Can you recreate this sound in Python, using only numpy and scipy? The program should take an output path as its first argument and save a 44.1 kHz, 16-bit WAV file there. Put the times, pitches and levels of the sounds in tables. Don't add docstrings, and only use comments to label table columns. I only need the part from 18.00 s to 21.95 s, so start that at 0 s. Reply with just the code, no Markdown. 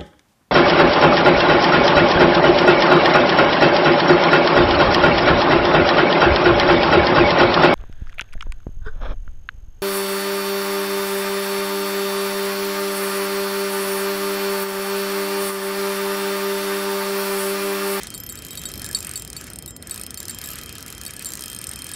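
import sys
import numpy as np
from scipy import signal
from scipy.fft import rfft, irfft
from scipy.io import wavfile
from scipy.ndimage import uniform_filter1d

SR = 44100
rng = np.random.default_rng(int(sys.argv[2]) if len(sys.argv) > 2 else 0)


def materialize(psi):
    bounded = np.clip(np.atleast_2d(psi).T, -1, 1)
    quanta = np.round(bounded * 32767).astype(np.int16)
    wavfile.write(sys.argv[1], SR, quanta)


def rack_gain(trim_db):
    fader = np.asarray(trim_db, float)
    return 10 ** (fader / 20)


N = 174195

TEETH_S = [0.0328, 0.07, 0.1027, 0.14, 0.1772, 0.201, 0.2353, 0.264, 0.2903, 0.3233, 0.3546, 0.389, 0.4218,
           0.4487, 0.4657, 0.4843, 0.5068, 0.531, 0.5531, 0.5746, 0.5938, 0.616, 0.636, 0.688, 0.7161,
           0.738, 0.756, 0.7766, 0.7953, 0.8177, 0.844, 0.8627, 0.889, 0.912, 0.929, 0.9693, 0.987, 1.0047,
           1.0268, 1.047, 1.069, 1.0926, 1.1126, 1.136, 1.1754, 1.1962, 1.2213, 1.2488, 1.276, 1.301, 1.33,
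           1.411, 1.4408, 1.468, 1.501, 1.5336, 1.5583, 1.5871, 1.6237, 1.6599, 1.707, 1.764, 1.8246,
           1.8716, 1.8956, 1.9427, 1.9594, 1.977, 1.996, 2.013, 2.0348, 2.0644, 2.1059, 2.1429, 2.1741,
           2.2023, 2.229, 2.2536, 2.282, 2.3087, 2.3461, 2.3863, 2.4144, 2.44, 2.4585, 2.473, 2.4875, 2.503,
           2.514, 2.5332, 2.556, 2.5862, 2.613, 2.6342, 2.6597, 2.6924, 2.7258, 2.753, 2.782, 2.806, 2.8262,
           2.8624, 2.8803, 2.902, 2.9252, 2.949, 2.9797, 3.0135, 3.035, 3.051, 3.063, 3.079, 3.107, 3.136,
           3.1645, 3.1936, 3.223, 3.2463, 3.2673, 3.288, 3.304, 3.3198, 3.3355, 3.3529, 3.3724, 3.3928,
           3.408, 3.422, 3.4378, 3.4585, 3.4806, 3.4996, 3.5158, 3.53, 3.5473, 3.5632, 3.588, 3.614, 3.6408,
           3.669, 3.6915, 3.713, 3.7343, 3.7584, 3.7893, 3.8198, 3.8432, 3.8667, 3.8906, 3.915]
# start_s, hardness_db, plate_db, spring_db, whirr_db
PULL = [(0, -29.5, -21, -39, -41), (0.2, -34, -29, -20, -54.5), (0.4, -34, -47, -31, -50.5),
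        (0.85, -30, -23.5, -32, -45.5), (1.08, -31, -15, -28, -42.5), (1.27, -31, -24, -43, -52.5),
        (1.46, -35, -31, -34, -43.5), (1.57, -34.5, -17, -40, -55), (1.79, -32.5, -27, -33, -62),
        (1.95, -33.5, -19, -30, -42.5), (2.08, -30, -16, -33, -53), (2.25, -29.5, -38, -34, -48.5),
        (2.5, -31.5, -20.5, -24, -43), (2.7, -34, -42, -34, -46), (3.17, -31.5, -23, -33, -46.5),
        (3.4, -30, -23, -33, -45.5), (3.68, -32, -13.5, -32, -47), (3.95, -33, -25.5, -30, -41.5)]


def evened(x):
    return x / np.sqrt(np.mean(x ** 2) + 1e-20)


def read(points, hz):
    point_hz, value = np.transpose(points)
    return np.interp(np.log(hz + 1), np.log(point_hz + 1), value)


def coloured(x, points):
    gain = rack_gain(read(points, np.fft.rfftfreq(len(x), 1 / SR)))
    return irfft(rfft(x) * gain, len(x))


def add(mix, start_s, sound):
    part = mix[max(round(start_s * SR), 0):][:len(sound)]
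    part += sound[:len(part)]


def ring(hz, db, t60_s, phase_turns, rise_s=0.000043):
    t = np.arange(SR // 4) / SR
    envelope = rack_gain(db - 60 * t / t60_s) * (1 - np.exp(-t / rise_s))
    return envelope * np.sin(2 * np.pi * (hz * t + phase_turns))


def rumble():
    # pitch_hz, relative_db
    rumble_spectrum = [(28, -23), (52, 5.5), (125, 1.5), (300, -2), (750, -15.5), (3000, -52)]
    # start_s, rms_db
    surge = [(.3, -43), (.8, -39), (1.05, -42), (3.95, -43.5)]
    level = rack_gain(np.interp(np.arange(N) / SR, *np.transpose(surge)))
    return level * evened(coloured(rng.standard_normal(N), rumble_spectrum))


def spool():
    # start_s, middle_mode_rms_db, upper_mode_rms_db
    spool_ring = [(0, -49, -54), (.29, -53, -58), (.47, -46, -57), (.72, -48, -48.5), (.95, -54, -56),
                  (1.3, -59, -58), (1.92, -54.5, -53), (2.33, -49, -53.5), (2.77, -53.5, -55.5),
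                  (3.42, -45, -52), (3.57, -52.5, -50), (3.67, -50, -51.5)]
    mode_hz, lowest_rms_db = (1970, 3167, 5233), -63
    step_db, kick_rad, smooth_samples = 2.5, .7, 300
    t = np.arange(N) / SR
    row_s, middle_db, upper_db = np.transpose(spool_ring)
    tooth = np.searchsorted(TEETH_S, t)
    row = np.searchsorted(row_s, t, "right") - 1
    out = 0
    for hz, db in zip(mode_hz, (lowest_rms_db, middle_db[row], upper_db[row])):
        step, kick = rng.standard_normal((len(TEETH_S) + 1, 2)).T
        phase_rad = np.cumsum(kick_rad * kick)[tooth]
        phasor = rack_gain(db + step_db * step[tooth]) * np.exp(1j * phase_rad)
        phasor = signal.oaconvolve(phasor, np.ones(smooth_samples) / smooth_samples, "same")
        out = out + np.sqrt(2) * (phasor * np.exp(2j * np.pi * hz * t)).real
    return out


def whirr():
    # pitch_hz, relative_db
    whirr_spectrum = [(800, -9.5), (1280, 2.5), (2520, 1), (3400, -4), (8900, -6.5), (15700, -24)]
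    window, hop = 256, 64
    usual_db, grit_db, flicker_db, patch_db = -46, 2.2, 3, 2.5
    low_follow, follow_slope_hz = .25, 7000
    count = (N // hop + 5) * hop
    noise = rng.standard_normal(count)
    grit = evened(uniform_filter1d(rng.standard_normal(count), size=64))
    noise = evened(coloured(noise * rack_gain(grit_db * grit), whirr_spectrum))
    z = signal.stft(noise, nperseg=window, noverlap=window - hop)[2]

    pull_s, *_, whirr_db = np.transpose(PULL)
    swing_db = np.interp(np.arange(z.shape[1]) * hop / SR, pull_s, whirr_db - usual_db)
    patches = uniform_filter1d(rng.standard_normal(z.shape), size=5, axis=0)
    patches = evened(uniform_filter1d(patches, size=25, axis=1))
    flicker = evened(uniform_filter1d(rng.standard_normal(z.shape[1]), size=14))
    hz = np.fft.rfftfreq(window, 1 / SR)
    follow = np.clip(low_follow + hz / follow_slope_hz, 0, 1)[:, None]
    z = z * rack_gain(usual_db + follow * (swing_db + flicker_db * flicker) + patch_db * patches)
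    return signal.istft(z, nperseg=window, noverlap=window - hop)[1][:N]


def body():
    # start_s, level_db
    bumps = [(.846, -28), (.9, -28), (2.222, -33)]
    mode_hz, t60_s = (1280, 1700, 2520), .04
    scrapes_per_s, scrape_over_whirr_db = 130, -1.5
    pull_s, *_, whirr_db = np.transpose(PULL)
    drive = rack_gain(np.interp(np.arange(N) / SR, pull_s, whirr_db) + scrape_over_whirr_db)
    out = np.zeros(N)
    for hz in mode_hz:
        size = drive * rng.standard_normal(N)
        scrapes = size * (rng.random(N) < scrapes_per_s / SR)
        out += signal.oaconvolve(scrapes, ring(hz, 0, t60_s, 0, rise_s=.001))[:N]
    for start_s, db in bumps:
        add(out, start_s, ring(mode_hz[1], db, t60_s, 0, rise_s=.002))
    return out


def ratchet():
    # pitch_hz, relative_db
    snap_spectrum = [(2300, -11), (3500, -5.5), (4100, -2), (7000, 0.5), (9800, 1.5), (15700, -7.5)]
    peak_s, snap_t60_s, tail_db, tail_t60_s = .001, .005, -16, .04
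    tooth_spread_db, ring_spread_db, detune = 1.8, 2.5, .012
    seat_hz, plate_hz, spring_hz, frame_hz = 4100, 8560, 12270, 8920
    seat_t60_s, plate_t60_s, spring_t60_s, frame_t60_s = .02, .012, .03, .1
    snap_offset_db, seat_offset_db, frame_offset_db = -11, -7, -19
    pull_s, hardness_db, plate_db, spring_db, _ = np.transpose(PULL)
    t = np.arange(2048) / SR - peak_s
    shape = rack_gain(-60 * abs(t) / snap_t60_s) + (t > 0) * rack_gain(tail_db - 60 * t / tail_t60_s)
    out = np.zeros(N)
    for start_s in TEETH_S:
        a, b, c, d = rng.standard_normal(4)
        hard_db = np.interp(start_s, pull_s, hardness_db) + tooth_spread_db * a
        burst = evened(coloured(shape * rng.choice([-1., 1.], 2048), snap_spectrum))
        add(out, start_s, rack_gain(hard_db + snap_offset_db) * burst)

        hz = seat_hz * (1 + 2 * detune * b)
        db = hard_db + seat_offset_db + ring_spread_db * d
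        add(out, start_s + peak_s, ring(hz, db, seat_t60_s, a))

        hz = plate_hz * (1 + detune * d)
        db = np.interp(start_s, pull_s, plate_db) + ring_spread_db * b
        add(out, start_s, ring(hz, db, plate_t60_s, c, rise_s=peak_s))

        hz = spring_hz * (1 + detune * a / 4)
        db = np.interp(start_s, pull_s, spring_db) + ring_spread_db * c
        add(out, start_s, ring(hz, db, spring_t60_s, d, rise_s=2 * peak_s))

        db = hard_db + frame_offset_db + ring_spread_db * d
        add(out, start_s, ring(frame_hz, db, frame_t60_s, b))
    return out


def clinks():
    # start_s, knock_db, first_fitting_db, second_fitting_db
    clink_blows = [(0.1465, -28.5, -36, -36), (0.2963, -31, -38, -37), (0.374, -36, -53, -33),
                   (0.5123, -47, -48, -34.5), (0.5737, -34, -39, -32), (0.655, -26, -41, -25.5),
                   (0.851, -60, -36, -43), (0.948, -15.5, -32.5, -22), (1.157, -24.5, -33, -26.5),
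                   (1.3657, -25.5, -34, -34), (1.6774, -45, -37, -34), (1.9102, -24, -56, -27.5),
                   (2.174, -32, -33.5, -44), (2.2957, -27.5, -34, -34), (2.439, -47, -34, -33),
                   (3.0643, -27.5, -62, -33), (3.257, -28, -32, -32), (3.936, -28.5, -57, -31)]
    # pitch_hz, relative_db, t60_s
    knock_modes = [(4481, -1, .055), (8900, 3, .035)]
    # pitch_hz, relative_db, t60_s
    first_modes = [(7374, 0, .27), (9367, 2, .06), (12110, -5, .1), (13964, -3, .07)]
    # pitch_hz, relative_db, t60_s
    second_modes = [(3800, -6, .09), (7783, -1, .1), (13166, -8, .1)]
    mode_spread_db = 3
    out = np.zeros(N)
    for start_s, *blows_db in clink_blows:
        for blow_db, modes in zip(blows_db, (knock_modes, first_modes, second_modes)):
            for hz, relative_db, t60_s in modes:
                db = blow_db + relative_db + mode_spread_db * rng.standard_normal()
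                add(out, start_s, ring(hz, db, t60_s, rng.random()))
    return out


def scene():
    return (rumble() + spool() + whirr() + body() + ratchet() + clinks())[None]


def roll_off(x):
    return signal.sosfilt(signal.butter(12, 16810, fs=SR, output="sos"), x)


def record(dry):
    lowpass = signal.firwin(255, 15850, window=("kaiser", 7), fs=SR)
    mix = signal.oaconvolve(dry, lowpass[None], "same")
    return roll_off(mix)


dry = scene()
out = record(dry)
materialize(out)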